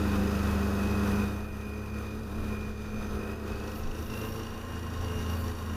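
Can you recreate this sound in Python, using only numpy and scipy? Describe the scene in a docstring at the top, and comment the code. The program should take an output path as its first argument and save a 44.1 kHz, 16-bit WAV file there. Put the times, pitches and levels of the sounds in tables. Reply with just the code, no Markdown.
"""A forest road, heard from the helmet of a rider on a three-cylinder motorcycle.
The exhaust hums, the primary gears whine and the cases clatter; a second engine drones nearby.
Road roar, intake growl and air hiss lie over them, and this whole bed sinks after the first second
while wind keeps buffeting the microphone. Past halfway, three bumps thud through the frame,
a valve taps under load, the head turns and air sizzles past an edge of the helmet."""
import sys
import numpy as np
from scipy import signal
from scipy.fft import rfft, irfft, next_fast_len
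from scipy.io import wavfile
from scipy.ndimage import uniform_filter1d

SR = 44100
rng = np.random.default_rng(int(sys.argv[2]) if len(sys.argv) > 2 else 0)


def transcribe(u):
    """Save the signal u as a 16-bit wav file named by the first command-line argument.

    u: samples, shape (n,) or (channels, n), limited to [-1, 1]; the rate is SR.
    q: integer samples, one column per channel.
    """
    v = np.clip(np.atleast_2d(u).T, -1, 1)
    q = np.round(v * 32767).astype(np.int16)
    wavfile.write(sys.argv[1], SR, q)


N = 253998

# Fader for the bed; engine, road and hiss levels are relative to it: time_s, level_db
BED_FADER = [(0, -39), (1.23, -40), (1.28, -44), (1.42, -47), (1.48, -50.5), (1.72, -48.5), (1.91, -49.5),
             (1.97, -46), (2.2, -50), (2.52, -45.5), (2.72, -49.5), (2.9, -48.5), (3.03, -46),
             (3.33, -45.5), (3.41, -48), (3.48, -44.5), (3.72, -46), (3.87, -48.5), (4.0, -46),
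             (4.07, -49.5), (4.12, -45.5), (4.42, -46), (4.52, -49), (4.75, -46), (4.92, -46.5),
             (5.12, -44), (5.5, -44.5), (5.57, -47.5), (5.76, -44.5)]
# The bike's engine speed: time_s, firing_hz
ENGINE_SPEED = [(0, 76.07), (.45, 75.8), (1.3, 72.72), (2.1, 72.06), (2.9, 71.76), (3.1, 72.07),
                (3.6, 75.4), (4.45, 83), (5.0, 83.3), (5.76, 82.4)]
# Balance shifting with load: time_s, exhaust_db, upper_partials_db, growl_send_db, clatter_send_db
ENGINE_LOAD = [(0, 6.6, 3, 4.7, -10), (1.3, 7.1, 2, 1.7, -11), (2.4, 8.4, 1, 3.8, -10.5),
               (2.9, 6.25, 3.5, 3.53, -9.5), (3.3, 3.1, 12, 4.6, -12), (3.7, 3, 9.5, 3.5, -9),
               (4.2, 2.8, 5, 5.1, -8.5), (4.55, 3.3, 6.5, 3, -10), (4.8, 8.55, -5, 1, -10.5),
               (5.3, 10.1, -6, 1.02, -9), (5.76, 9, -17, 1, -10.5)]
# Exhaust partials: firing_multiple, relative_db
EXHAUST_PARTIALS = [(1, 0), (2, -17), (3, -12.5), (4, -22), (5, -21.5), (16 / 3, -17.5), (6, -23),
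                    (20 / 3, -20.5), (9, -26), (10, -27.5)]
# Pitches of the gear whine's tones, including a sideband below the main one: crank_multiple
WHINE_PITCHES = [51, 50, 29, 38.6]
# Balance of those tones within the whine: relative_db
WHINE_BALANCE = [-3, -12, -9, -13]
# Swells of the gear whine: time_s, whine_db, overtone_db, high_whine_db
WHINE_FADERS = [(0, -15, -28, -28), (.79, -13, -24, -23), (.83, -6.5, -24, -27), (1.1, -7, -24, -23),
                (1.24, -2, -27, -26), (1.29, -11, -26, -24), (1.55, -3.5, -22, -20), (2.12, -3.5, -20, -19),
                (2.2, -8, -21, -22), (2.47, -11, -25, -25), (2.53, 1.5, -22, -21), (2.65, -5.5, -22, -23),
                (3.02, -2.5, -23.5, -16.5), (3.15, -12, -23, -19), (3.27, -7, -21, -24),
                (3.42, -20, -27, -25), (3.55, -5, -28, -29), (3.65, -13, -26, -26), (4.07, -12.5, -20, -25),
                (4.14, -3, -14, -27), (4.4, -9.5, -17.5, -31), (4.7, -12, -20, -25), (5.0, -16, -17, -28),
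                (5.1, -5.5, -16, -27), (5.33, -6, -18, -31), (5.38, -26, -21, -27), (5.76, -15, -21, -24)]
# The second engine's drone: time_s, firing_hz, octave_db, fundamental_db
DRONE_PATH = [(0, 101, 8.5, 2), (.75, 100.4, 8, 1.5), (1.2, 102.1, 8, 4.5), (1.7, 104.7, 7.5, 6.5),
              (2.1, 106.5, 6, 5.5), (2.9, 105.4, 7, 3), (3.3, 106.2, 4.5, 1.5), (3.84, 108, 1.5, -1),
              (4.3, 110.9, 1.5, 4.5), (4.6, 112.2, -1, -0.5), (4.85, 111.6, -1.5, 2.5),
              (5.05, 109.3, -1.5, 3.5), (5.5, 106.8, 0.5, 1), (5.76, 106, 2.5, -2.5)]
# Its upper partials, set against the fundamental: firing_multiple, relative_db
DRONE_PARTIALS = [(3, -11), (4, -8), (5, -19.5), (10, -23.5)]
# Colour of the road roar: frequency_hz, density_db
ROAR_COLOUR = [(50, 10.5), (120, -2), (500, -0.5), (620, -2.5), (1500, -2), (1950, -14.5), (2200, -17.5),
               (3000, -19), (4000, -32.5)]
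# Hollow resonances in the roar: pitch_hz, width_hz, facing_ahead_db, head_turned_db
ROAR_MODES = [(1064, 26, -20, -7.5), (1295, 45, -14.5, -26), (1898, 68, -18, -15), (2505, 154, -12, -17),
              (2840, 150, -33, -15)]
# Colour of the intake growl: frequency_hz, density_db
GROWL_COLOUR = [(150, -0.5), (230, 1), (400, -5), (520, -5.5), (600, -18)]
# Colour of the engine's rattle: frequency_hz, density_db
RATTLE_COLOUR = [(2500, -15), (3300, 0), (6500, -5), (7500, -7.5), (9000, -28)]
# Ring of the cases and fairing: pitch_hz, width_hz, facing_ahead_db, head_turned_db
CASE_MODES = [(3736, 100, -12, -11), (4575, 77, -15.5, -9.5), (4970, 99, -15.5, -42), (5970, 300, -16, -15)]
# Colour of the air hiss: frequency_hz, density_db
HISS_COLOUR = [(6000, -22), (8200, -4), (10000, 1), (11500, -2), (13500, 1), (15500, -5)]
# Slow drift of the hiss: time_s, level_db
HISS_FADER = [(0, -15.5), (1.2, -15), (1.5, -13.5), (2.9, -14.5), (3.4, -16), (3.8, -13.5), (4.3, -12),
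              (4.6, -14), (5.76, -13)]
# Colour of the wind on the microphone: frequency_hz, density_db
BUFFET_COLOUR = [(15, -1), (28, 1.5), (55, -9.5), (120, -13.5), (300, -30.5)]
# Gusts rising out of the steady wind: peak_s, boost_db
WIND_GUSTS = [(.17, 10), (.55, 5), (1.25, 5), (1.62, 6), (2.42, 10), (2.65, 10), (2.98, 8), (3.13, 11),
              (3.55, 7), (3.87, 12), (4.12, 9), (4.37, 6.5), (5.02, 8), (5.17, 6), (5.47, 7)]
# Thuds through the frame: start_s, pitch_hz, gain_db
FRAME_BUMPS = [(3.14, 62, -27), (3.51, 57.1, -29), (3.99, 74.5, -29)]
# The valve tap coming forward within the clatter: time_s, gain_db
VALVE_FADER = [(3.5, -30), (3.68, -10), (3.8, -15), (3.92, -11.5), (4.45, -9), (4.6, -14), (5.76, -14)]
# Ring of the tapping valve: pitch_hz, width_hz, gain_db
VALVE_MODES = [(2850, 130, 8.5), (5630, 67, 4), (5690, 45, 2.5)]
# Bursts of air past the helmet's edge: start_s, rise_s, hold_s, fall_s, level_db
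SIZZLE_BURSTS = [(3.681, .08, .05, 0.039, -58), (3.99, .03, .04, .06, -56),
                 (4.095, 0.085, 0.15, 0.11, -54.5), (5.291, .015, 0.052, .2, -54.5)]
# Colour of those bursts: frequency_hz, density_db
SIZZLE_COLOUR = [(7500, -31), (9800, -9), (11500, -2), (13400, 1), (14500, -3), (15600, -10)]

HEAD_TURN_START_S, HEAD_TURN_END_S = 3.49, 4.66
TIME_S = np.arange(N) / SR


def undb(db):
    """Decibels to gain."""
    return 10 ** (np.asarray(db) / 20)


def curves(table):
    """A table's columns as straight-line automation over time."""
    times_s, *columns = np.transpose(table)
    return [np.interp(TIME_S, times_s, column) for column in columns]


def unit(x):
    """Scale to rms 1."""
    return x / np.sqrt(np.mean(x ** 2))


def waver(rate_hz):
    """A wandering control of rms 1: random steps, smoothed twice."""
    hold = int(SR / rate_hz)
    steps = np.repeat(rng.standard_normal(N // hold + 1), hold)
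    return unit(uniform_filter1d(uniform_filter1d(steps, hold), hold)[:N])


def hump(peak_s, half_s):
    """A bell-shaped rise and fall."""
    return np.exp(-((TIME_S - peak_s) / half_s) ** 2)


def pulse(phase, depth, sharpness):
    """A gain that swells once each round of the phase."""
    return 1 + depth * np.exp(sharpness * (np.cos(phase) - 1))


def tone(phase, waver_db, slip_rad, rate_hz=12.5):
    """A partial near rms 1 whose level and phase waver."""
    level = np.sqrt(2) * undb(waver_db * waver(rate_hz))
    return level * np.sin(phase + slip_rad * waver(rate_hz) + 2 * np.pi * rng.random())


def noise(colour):
    """Noise of the given colour, rms 1."""
    hz, db = np.transpose(colour)
    size = next_fast_len(N)
    bin_hz = np.arange(1, size // 2 + 2) * SR / size
    gain = undb(np.interp(np.log(bin_hz), np.log(hz), db, left=-80, right=-80))
    return unit(irfft(rfft(rng.standard_normal(size)) * gain, size)[:N])


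def ring(drive, hz, width_hz):
    """One driven resonance, rms 1."""
    return unit(signal.lfilter(*signal.iirpeak(hz, hz / width_hz, SR), drive))


def resonances(drive, modes, waver_db):
    """A bank of resonances whose balance shifts as the head turns."""
    turned = np.interp(TIME_S, [HEAD_TURN_START_S, HEAD_TURN_END_S], [0, 1])
    return sum(undb(ahead_db + (turned_db - ahead_db) * turned + waver_db * waver(6.6))
               * ring(drive, hz, width_hz) for hz, width_hz, ahead_db, turned_db in modes)


def exhaust_hum(firing, upper_db):
    """The firing cylinders hum in a stack of partials, less steady towards the top."""
    return sum(undb(db + (multiple > 3) * upper_db)
               * tone(multiple * firing, waver_db=1.03 * np.sqrt(multiple), slip_rad=0.18 * multiple)
               for multiple, db in EXHAUST_PARTIALS)


def gear_whine(firing, high_multiple=129):
    """The primary gears sing at multiples of the crank rate."""
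    whine_db, overtone_db, high_db = curves(WHINE_FADERS)
    crank = firing * 2 / 3  # three firings to two turns
    # The crank speeds up and slows within a turn, putting sidebands around each whine.
    swing = 0.51 * np.sin(2 * crank) + 0.28 * np.sin(crank)
    throb = 1 + 0.15 * np.cos(crank)
    whine = sum(undb(db) * tone(multiple * crank + swing, waver_db=2.3, slip_rad=0.89, rate_hz=24)
                for multiple, db in zip(WHINE_PITCHES, WHINE_BALANCE))
    overtone = tone(2 * (WHINE_PITCHES[0] * crank + swing), waver_db=2, slip_rad=1.3, rate_hz=40)
    high = tone(high_multiple * crank + 2 * swing, waver_db=2, slip_rad=1.4, rate_hz=35)
    return throb * (undb(whine_db) * whine + undb(overtone_db) * overtone + undb(high_db) * high)


def second_engine(wobble_s=2.3, wobble_rate_hz=5.02, wobble_depth_hz=6.5):
    """A nearby engine drones on harmonics of its firing rate; its pitch wobbles once."""
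    firing_hz, octave_db, fundamental_db = curves(DRONE_PATH)
    wobble = hump(wobble_s, half_s=0.1214) * np.cos(2 * np.pi * wobble_rate_hz * (TIME_S - wobble_s))
    firing = 2 * np.pi * np.cumsum(firing_hz - wobble_depth_hz * wobble) / SR
    upper = sum(undb(db) * tone(multiple * firing, waver_db=2.5, slip_rad=0.28 * multiple)
                for multiple, db in DRONE_PARTIALS)
    fundamental = tone(firing, waver_db=0.7, slip_rad=0.7)
    octave = tone(2 * firing, waver_db=1, slip_rad=0.52)
    return undb(fundamental_db) * (fundamental + upper) + undb(octave_db) * octave


def road_roar(firing):
    """Broad road noise with a hollow ring, pulsing lightly with the engine."""
    road = unit(noise(ROAR_COLOUR) * pulse(firing, depth=0.12, sharpness=3))
    return undb(0.5) * road + resonances(road, ROAR_MODES, waver_db=1)


def intake_growl(firing, send_db, trim_db=-2.5):
    """Low intake noise that swells on every firing."""
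    level = undb(send_db + trim_db + 0.42 * waver(13))
    return level * unit(noise(GROWL_COLOUR) * pulse(firing, depth=0.63, sharpness=1))


def case_clatter(firing, cycle, send_db, trim_db=-2.5):
    """A rattle pulsed by cycle, crank and firing rings the cases; the valve tap rides on top."""
    level = undb(send_db + trim_db + 0.51 * waver(30))
    shake = pulse(cycle, depth=0.28, sharpness=0.84)
    shake *= pulse(2 * cycle, depth=0.34, sharpness=0.85)
    shake *= pulse(firing, depth=0.2, sharpness=1.2)
    rattle = unit(shake * noise(RATTLE_COLOUR))
    taps = valve_tap(cycle)
    return level * (undb(-0.5) * rattle + resonances(rattle, CASE_MODES, waver_db=2.7) + taps)


def air_hiss(cycle):
    """Bright rushing air that flutters faintly with the engine cycle."""
    level = undb(curves(HISS_FADER)[0] + 0.5 * waver(30))
    return level * unit(noise(HISS_COLOUR) * pulse(cycle, depth=0.14, sharpness=1.5))


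def wind_buffet(steady_db=-46.5, waver_db=1.2):
    """Wind thumps low on the microphone, harder in gusts."""
    gusts_db = sum(boost_db * hump(peak_s, half_s=0.051) for peak_s, boost_db in WIND_GUSTS)
    return undb(steady_db + gusts_db + waver_db * waver(12)) * noise(BUFFET_COLOUR)


def frame_thuds(rise_s=0.01, t60_s=0.2):
    """Each bump sends a short, low ring through the frame."""
    thuds = np.zeros(N)
    for start_s, hz, db in FRAME_BUMPS:
        age_s = np.maximum(TIME_S - start_s, 0)
        envelope = (1 - np.exp(-age_s / rise_s)) * undb(db - 60 * age_s / t60_s)
        thuds += envelope * np.sin(2 * np.pi * hz * age_s)
    return thuds


def valve_tap(cycle, spread_db=1.8):
    """One valve strikes once a cycle: a ringing burst of noise, its force new each time."""
    cycle_index = (cycle / (2 * np.pi)).astype(int)
    force = undb(spread_db * rng.standard_normal(N // 100))[cycle_index]
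    strikes = force * (pulse(cycle, depth=1, sharpness=3.1) - 1) * rng.standard_normal(N)
    ringing = sum(undb(db) * ring(strikes, hz, width_hz) for hz, width_hz, db in VALVE_MODES)
    return undb(curves(VALVE_FADER)[0]) * ringing


def helmet_sizzle():
    """Air catches an edge of the helmet in short bursts of high hiss."""
    envelope = sum(undb(db) * np.interp(TIME_S, np.cumsum(timing_s), [0, 1, 1, 0])
                   for *timing_s, db in SIZZLE_BURSTS)
    return envelope * undb(1.3 * waver(35)) * noise(SIZZLE_COLOUR)


def scene():
    """Mono mix: engines, road and hiss on one fader; buffet, sizzle and thuds outside it."""
    exhaust_db, upper_db, growl_db, clatter_db = curves(ENGINE_LOAD)
    firing = 2 * np.pi * np.cumsum(curves(ENGINE_SPEED)[0]) / SR  # phase, one round per firing
    cycle = firing / 3  # one round for all three cylinders
    engines = undb(exhaust_db) * exhaust_hum(firing, upper_db) + gear_whine(firing) + second_engine()
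    grit = road_roar(firing) + intake_growl(firing, growl_db) + case_clatter(firing, cycle, clatter_db)
    rush = undb(0.27) * grit + air_hiss(cycle)
    quick_gusts = undb(0.73 * waver(30))
    bed = undb(curves(BED_FADER)[0]) * (engines + quick_gusts * rush)
    return (bed + wind_buffet() + helmet_sizzle() + frame_thuds())[None]


def record(dry):
    """A steep low-pass shaves off the very top."""
    cutoff_hz = 15660
    return signal.sosfilt(signal.ellip(10, 0.2, 75, cutoff_hz, fs=SR, output="sos"), dry)


dry = scene()
out = record(dry)
transcribe(out)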